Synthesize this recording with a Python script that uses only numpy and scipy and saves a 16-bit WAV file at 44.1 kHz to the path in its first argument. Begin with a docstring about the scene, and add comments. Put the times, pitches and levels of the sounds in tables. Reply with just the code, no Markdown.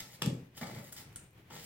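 """A small iron shovel works the embers of an open brick fireplace in a living room.
Short strokes grind on brick, crush charcoal and sweep ash; knocks on the hearth ring the blade.
A log tumbles with dull thumps that boom in the firebox, then rolls to rest.
Embers snap and tick over the low flutter of the flames."""
import sys
import numpy as np
from scipy import signal
from scipy.fft import rfft, irfft
from scipy.io import wavfile

SR = 44100
rng = np.random.default_rng(int(sys.argv[2]) if len(sys.argv) > 2 else 0)


def to_wav(s):
    """Save 16-bit WAV."""
    ch = np.atleast_2d(s).T  # columns
    pcm = np.round(np.clip(ch, -1, 1) * 32767)  # PCM
    wavfile.write(sys.argv[1], SR, pcm.astype(np.int16))


N = 72765

# blade and firebox modes: freq_hz, level_db, t60_s
BLADE_AND_FIREBOX_MODES = [(456, 8.5, 0.038), (600, -15, .35), (654.6, -6, 0.12), (814.5, -7, 0.1), (826, 9, 0.033),
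                           (1150, -15, 0.22), (1329, 5, 0.096), (1850, -15, 0.38), (2146, -17, 0.045), (2286, -6, 0.11),
                           (2715, 0, 0.061), (2980, -1.5, 0.021), (3410, -9.5, 0.091), (4470, 9, 0.042)]


def amp(db):
    """Decibels to gain."""
    return 10 ** (np.asarray(db) / 20)


def unit(x):
    """Scale to unit rms."""
    return x / np.sqrt(np.mean(x ** 2) + 1e-20)


def read(points, hz):
    """Interpolate a table over log frequency."""
    freq_hz, value = np.transpose(points)
    return np.interp(np.log(hz + 1), np.log(freq_hz), value)


def add(mix, start_s, sound):
    """Mix in a sound at start_s."""
    part = mix[max(round(start_s * SR), 0):][:len(sound)]
    part += sound[:len(part)]


def through(x, response):
    """Convolve with a response scaled to unit energy."""
    return signal.fftconvolve(x, response / np.linalg.norm(response))[:len(x)]


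def colour(x, tone, tilt_db_per_oct=0, size=4096):
    """Minimum-phase filter shaped by a tone table and a tilt."""
    hz = abs(np.fft.fftfreq(size, 1 / SR))
    log_gain = np.log(amp(read(tone, hz) + tilt_db_per_oct * np.log2(1 + hz / 2000)))
    spectrum = np.exp(np.conj(signal.hilbert(log_gain)))
    return through(x, np.fft.ifft(spectrum).real[:size // 2])


def ringing(modes):
    """Impulse response of damped modes."""
    t = np.arange(SR // 2) / SR
    return sum(amp(db - 60 * t / t60_s) * np.cos(2 * np.pi * hz * t) for hz, db, t60_s in modes)


def drift(span_s):
    """Smooth random wander, unit rms."""
    hz = np.fft.rfftfreq(2 * N, 1 / SR)
    spectrum = rfft(rng.standard_normal(2 * N)) * np.exp(-(2 * hz * span_s) ** 2)
    return unit(irfft(spectrum)[:N])


def grains(rate_per_s=7700, spread_db=3, clump_db=3):
    """Dense clumped clicks of uneven size."""
    size = amp(spread_db * np.minimum(rng.exponential(1, N), 4) + clump_db * drift(span_s=0.0028))
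    return unit(size * rng.choice([-1, 1], N) * (rng.random(N) < rate_per_s / SR))


def burst(decay_s, size=2048):
    """Brief crumbling contact: near-flat spectrum, energy of 4 ms at full level."""
    age = np.arange(size) / SR / decay_s
    envelope = age * np.exp(1 - age)
    grit = rfft(rng.choice([-1, 1], size) * envelope)
    whitened = irfft(grit / (abs(grit) + abs(grit).mean() / 10))
    contact = whitened * np.sqrt(envelope)
    return contact / np.linalg.norm(contact) * np.sqrt(.004 * SR)


def diffuse(pair):
    """Diffuse field: two independent signals made alike in the bass."""
    # freq_hz, left_right_coherence
    likeness = [(30, 0.97), (130, 1), (260, 0.93), (500, 0.59), (1000, 0.1), (2500, 0.067), (8000, 0.05)]
    a, b = rfft(pair)
    coherence = read(likeness, np.fft.rfftfreq(pair.shape[1], 1 / SR))
    mid, side = a * np.sqrt((1 + coherence) / 2), b * np.sqrt((1 - coherence) / 2)
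    return irfft(np.array([mid + side, mid - side]), pair.shape[1])


def room(x, wet_db, build_s=0.0013, scatter_share=0.46, left_lag_samples=3):
    """Direct sound, treble scattered by the bricks, and the room's tail."""
    # freq_hz, t60_s
    decay_times = [(100, 0.54), (500, 0.52), (2500, 0.3), (7000, 0.36), (16000, 0.17)]
    hz, t, noise = signal.stft(diffuse(rng.standard_normal((2, SR // 2))), SR, nperseg=256)
    decay = amp(-60 * t / read(decay_times, hz)[:, None])
    tails = signal.istft(noise * decay * (1 - np.exp(-t / build_s)), SR, nperseg=256)[1]
    treble = signal.lfilter(*signal.butter(1, 1840, "high", fs=SR), x)
    straight = x - scatter_share * treble
    direct = np.array([np.pad(straight, (left_lag_samples, 0))[:N], straight])
    reflected = [through(treble, burst(decay_s=0.00048)) + amp(wet_db) * through(x, tail)
                 for tail in tails]
    return direct + np.array(reflected)


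def shovel_scrapes(release_s=0.011, grind_ring_db=-24, crunch_ring_db=-16, wet_db=-1.5):
    """Strokes grind on brick, crush charcoal and sweep ash; blade and firebox ring faintly."""
    # start_s, length_s, rise_s, grind_db, crunch_db, hiss_db
    strokes = [(0.0, 0.0053, 0.00067, -60.5, -41.5, -49), (0.017, 0.14, 0.0033, -65, -60.5, -62.5),
               (0.126, 0.014, 0.013, -67, -55, -56), (.546, 0.022, 0.018, -77, -56.5, -68),
               (0.565, 0.012, 0.014, -61, -47.5, -43), (0.608, 0.026, 0.0056, -42.5, -48, -54),
               (0.655, 0.094, 0.0086, -53.5, -56.5, -64), (0.741, 0.062, .01, -51.5, -57.5, -59),
               (.82, 0.072, 0.0045, -63.5, -59, -60), (0.918, 0.0083, 0.006, -80, -56, -45.5),
               (0.948, 0.026, 0.0034, -92, -63, -81), (0.961, 0.024, 0.0049, -67.5, -50.5, -51),
               (0.991, 0.024, 0.0013, -58.5, -56.5, -53.5), (1.498, 0.053, 0.0064, -53.5, -57, -75),
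               (1.515, 0.15, 0.031, -65.5, -54.5, -59), (1.603, 0.044, 0.015, -80, -55.5, -54)]
    # spectra: freq_hz, gain_db
    brick_tone = [(40, -43), (80, -25), (125, 3.5), (200, 1.5), (330, -10.5), (600, -5), (1000, -9),
                  (1500, -14.5), (2300, -9), (3200, -51), (6000, -35), (16000, -91)]
    charcoal_tone = [(100, -7), (600, -10.5), (1300, -6), (1900, 0), (3200, -1), (5000, 0.5), (6200, -4),
                     (8800, -4.5), (9800, -15.5), (16000, -8)]
    ash_tone = [(100, -42), (3000, -13), (7500, 0), (15500, 0)]
    t, powers = np.arange(N) / SR, np.zeros((3, N))
    for start_s, length_s, rise_s, *levels_db in strokes:
        attack = np.clip((t - start_s) / rise_s, 0, 1)
        release = np.exp(-np.maximum(t - start_s - length_s, 0) / release_s)
        powers += (amp(levels_db)[:, None] * attack * release) ** 2
    grind, crunch, hiss = [colour(np.sqrt(power) * grains(), tone)
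                           for power, tone in zip(powers, (brick_tone, charcoal_tone, ash_tone))]
    resonance = through(amp(grind_ring_db) * grind + amp(crunch_ring_db) * crunch, ringing(BLADE_AND_FIREBOX_MODES))
    return room(grind + crunch + hiss + resonance, wet_db) / np.hypot(1, amp(wet_db))


def flames(level_db=-59.5, flutter_db=2.4):
    """Low flutter of the fire with a faint hiss."""
    # freq_hz, gain_db
    flame_tone = [(20, -14), (45, -18.5), (80, -4), (135, 0.5), (200, -11), (330, -13), (600, -19.5),
                  (1300, -23), (2400, -21.5), (4500, -32.5), (9000, -39), (16000, -34)]
    air = diffuse(rng.standard_normal((2, N)))
    envelope = amp(level_db - flutter_db * drift(span_s=.06))
    return envelope * np.array([colour(side, flame_tone) for side in air])


def log_tumble(boom_db=-8.5, roll_start_s=0.258, roll_db=-36, rise_s=0.011, fall_db_per_s=141):
    """A log drops in soft thumps that boom in the firebox, and rolls to rest."""
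    # centre_s, peak_db, pitch_hz
    thumps = [(0.2312, -34, 150), (0.2532, -34, 171), (0.2629, -30, 287), (0.2706, -34, 237),
              (0.278, -20.5, 164), (0.3, -35, 129), (0.3304, -29.5, 156), (0.355, -38, 153),
              (0.38, -43.5, 144), (.431, -42.5, 158), (0.146, -50, 136), (.631, -38.5, 150),
              (0.678, -40.5, 138), (.777, -40, 131), (0.814, -44.5, 134), (1.238, -51.5, 128),
              (1.552, -50, 148), (1.593, -48, 140)]
    # freq_hz, level_db, t60_s
    firebox_modes = [(126.4, -2.5, 0.33), (169.7, -14, .35), (205, -34, 0.19), (264.4, -7, 0.38),
                     (278.5, -5, 0.53), (387, -21, 0.46), (394, -2, 0.33), (545, 13, .34)]
    thuds, t = np.zeros(N), np.arange(N) / SR
    for centre_s, peak_db, pitch_hz in thumps:
        cycles = (t - centre_s) * pitch_hz
        thuds += amp(peak_db) * np.cos(2 * np.pi * cycles) * np.exp(-(cycles / 0.89) ** 2)
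    boom = amp(boom_db) * thuds.std() * unit(through(thuds, ringing(firebox_modes)))
    # freq_hz, gain_db
    roll_tone = [(30, -20), (65, -27), (100, -5.5), (270, 5.5), (330, 2.5), (420, -5), (555, 0),
                 (640, -14.5), (1000, -17.5), (2000, -43), (16000, -77)]
    age_s = np.maximum(t - roll_start_s, 0)
    envelope = np.minimum(age_s / rise_s, 1) * amp(roll_db - fall_db_per_s * age_s)
    roll = envelope * diffuse(np.array([grains(), grains()]))
    return thuds + boom + np.array([colour(side, roll_tone) for side in roll])


def ember_snaps(bandwidth_hz=690):
    """Embers crack; the charcoal gives a short glassy ring."""
    # start_s, ring_db, pitch_hz, crack_db
    snaps = [(.196, -74, 12000, -80), (.34, -64, 11850, -72), (0.448, -78, 12100, -77),
             (.789, -60, 13400, -70), (0.9248, -58, 10800, -52), (0.927, -50.5, 8400, -56.5),
             (0.9302, -52, 13500, -51.5), (1.128, -71, 12000, -64), (1.1591, -45, 8700, -46),
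             (1.1619, -50, 9060, -50.5), (1.1682, -60, 8700, -53), (1.307, -74, 12860, -73.5),
             (1.332, -75, 12200, -87)]
    # freq_hz, gain_db
    crack_tone = [(100, 8.5), (900, -17.5), (1350, 2.5), (2500, -3.5), (5500, -3.5), (7500, 2),
                  (11000, -0.5), (13000, -8), (16000, -17)]
    out = np.zeros(N)
    for start_s, ring_db, pitch_hz, crack_db in snaps:
        crack = burst(decay_s=0.000162)
        t = np.arange(len(crack)) / SR
        ring = unit(t * np.exp(-np.pi * bandwidth_hz * t) * np.sin(2 * np.pi * pitch_hz * t))
        add(out, start_s, amp(ring_db) * crack.std() * ring + amp(crack_db) * colour(crack, crack_tone))
    return out


def shovel_knocks(ring_db=-8.5):
    """The blade strikes gritty brick; blade and firebox ring briefly."""
    # start_s, level_db, crumble_s, tilt_db_per_oct
    knocks = [(.2188, -40, .0004, 1), (0.2205, -32, 0.00053, 0.5), (.2224, -34, .0004, -1),
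              (.2274, -41, 0.0022, -3.5), (0.2595, -38.5, 0.001, 4), (.574, -51, 0.0043, -4),
              (0.6106, -55.5, 0.00057, -9), (.621, -61, 0.00098, -9), (.697, -46, 0.00074, -19),
              (1.507, -48.5, 0.0018, -9), (1.551, -54, 0.0018, 9), (1.563, -48, 0.0018, -2.5)]
    # freq_hz, gain_db
    knock_tone = [(60, -15), (200, 2), (450, -3.5), (700, -8.5), (900, -3.5), (1150, -8.5), (1550, -10),
                  (2200, -2), (3300, -2), (4200, -7), (8500, -8), (10300, -17), (12000, -14.5),
                  (16000, -25)]
    contacts = np.zeros(N)
    for start_s, level_db, crumble_s, tilt_db_per_oct in knocks:
        add(contacts, start_s, amp(level_db) * colour(burst(crumble_s), knock_tone, tilt_db_per_oct))
    resonance = unit(through(contacts, ringing(BLADE_AND_FIREBOX_MODES)))
    return contacts + amp(ring_db) * contacts.std() * resonance


def scene(left_bias_db=1.15):
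    """Stereo hearth mix, slightly stronger on the left."""
    hits = room(shovel_knocks(), wet_db=-2.5) + room(ember_snaps(), wet_db=-2.5)
    mix = hits + shovel_scrapes() + log_tumble() + flames()
    return mix * amp([[left_bias_db / 2], [-left_bias_db / 2]])


def record(dry):
    """Linear-phase low-pass at 16 kHz."""
    lowpass = signal.firwin(401, 16000, window=("kaiser", 9), fs=SR)
    return signal.oaconvolve(dry, lowpass[None], "same")


dry = scene()
out = record(dry)
to_wav(out)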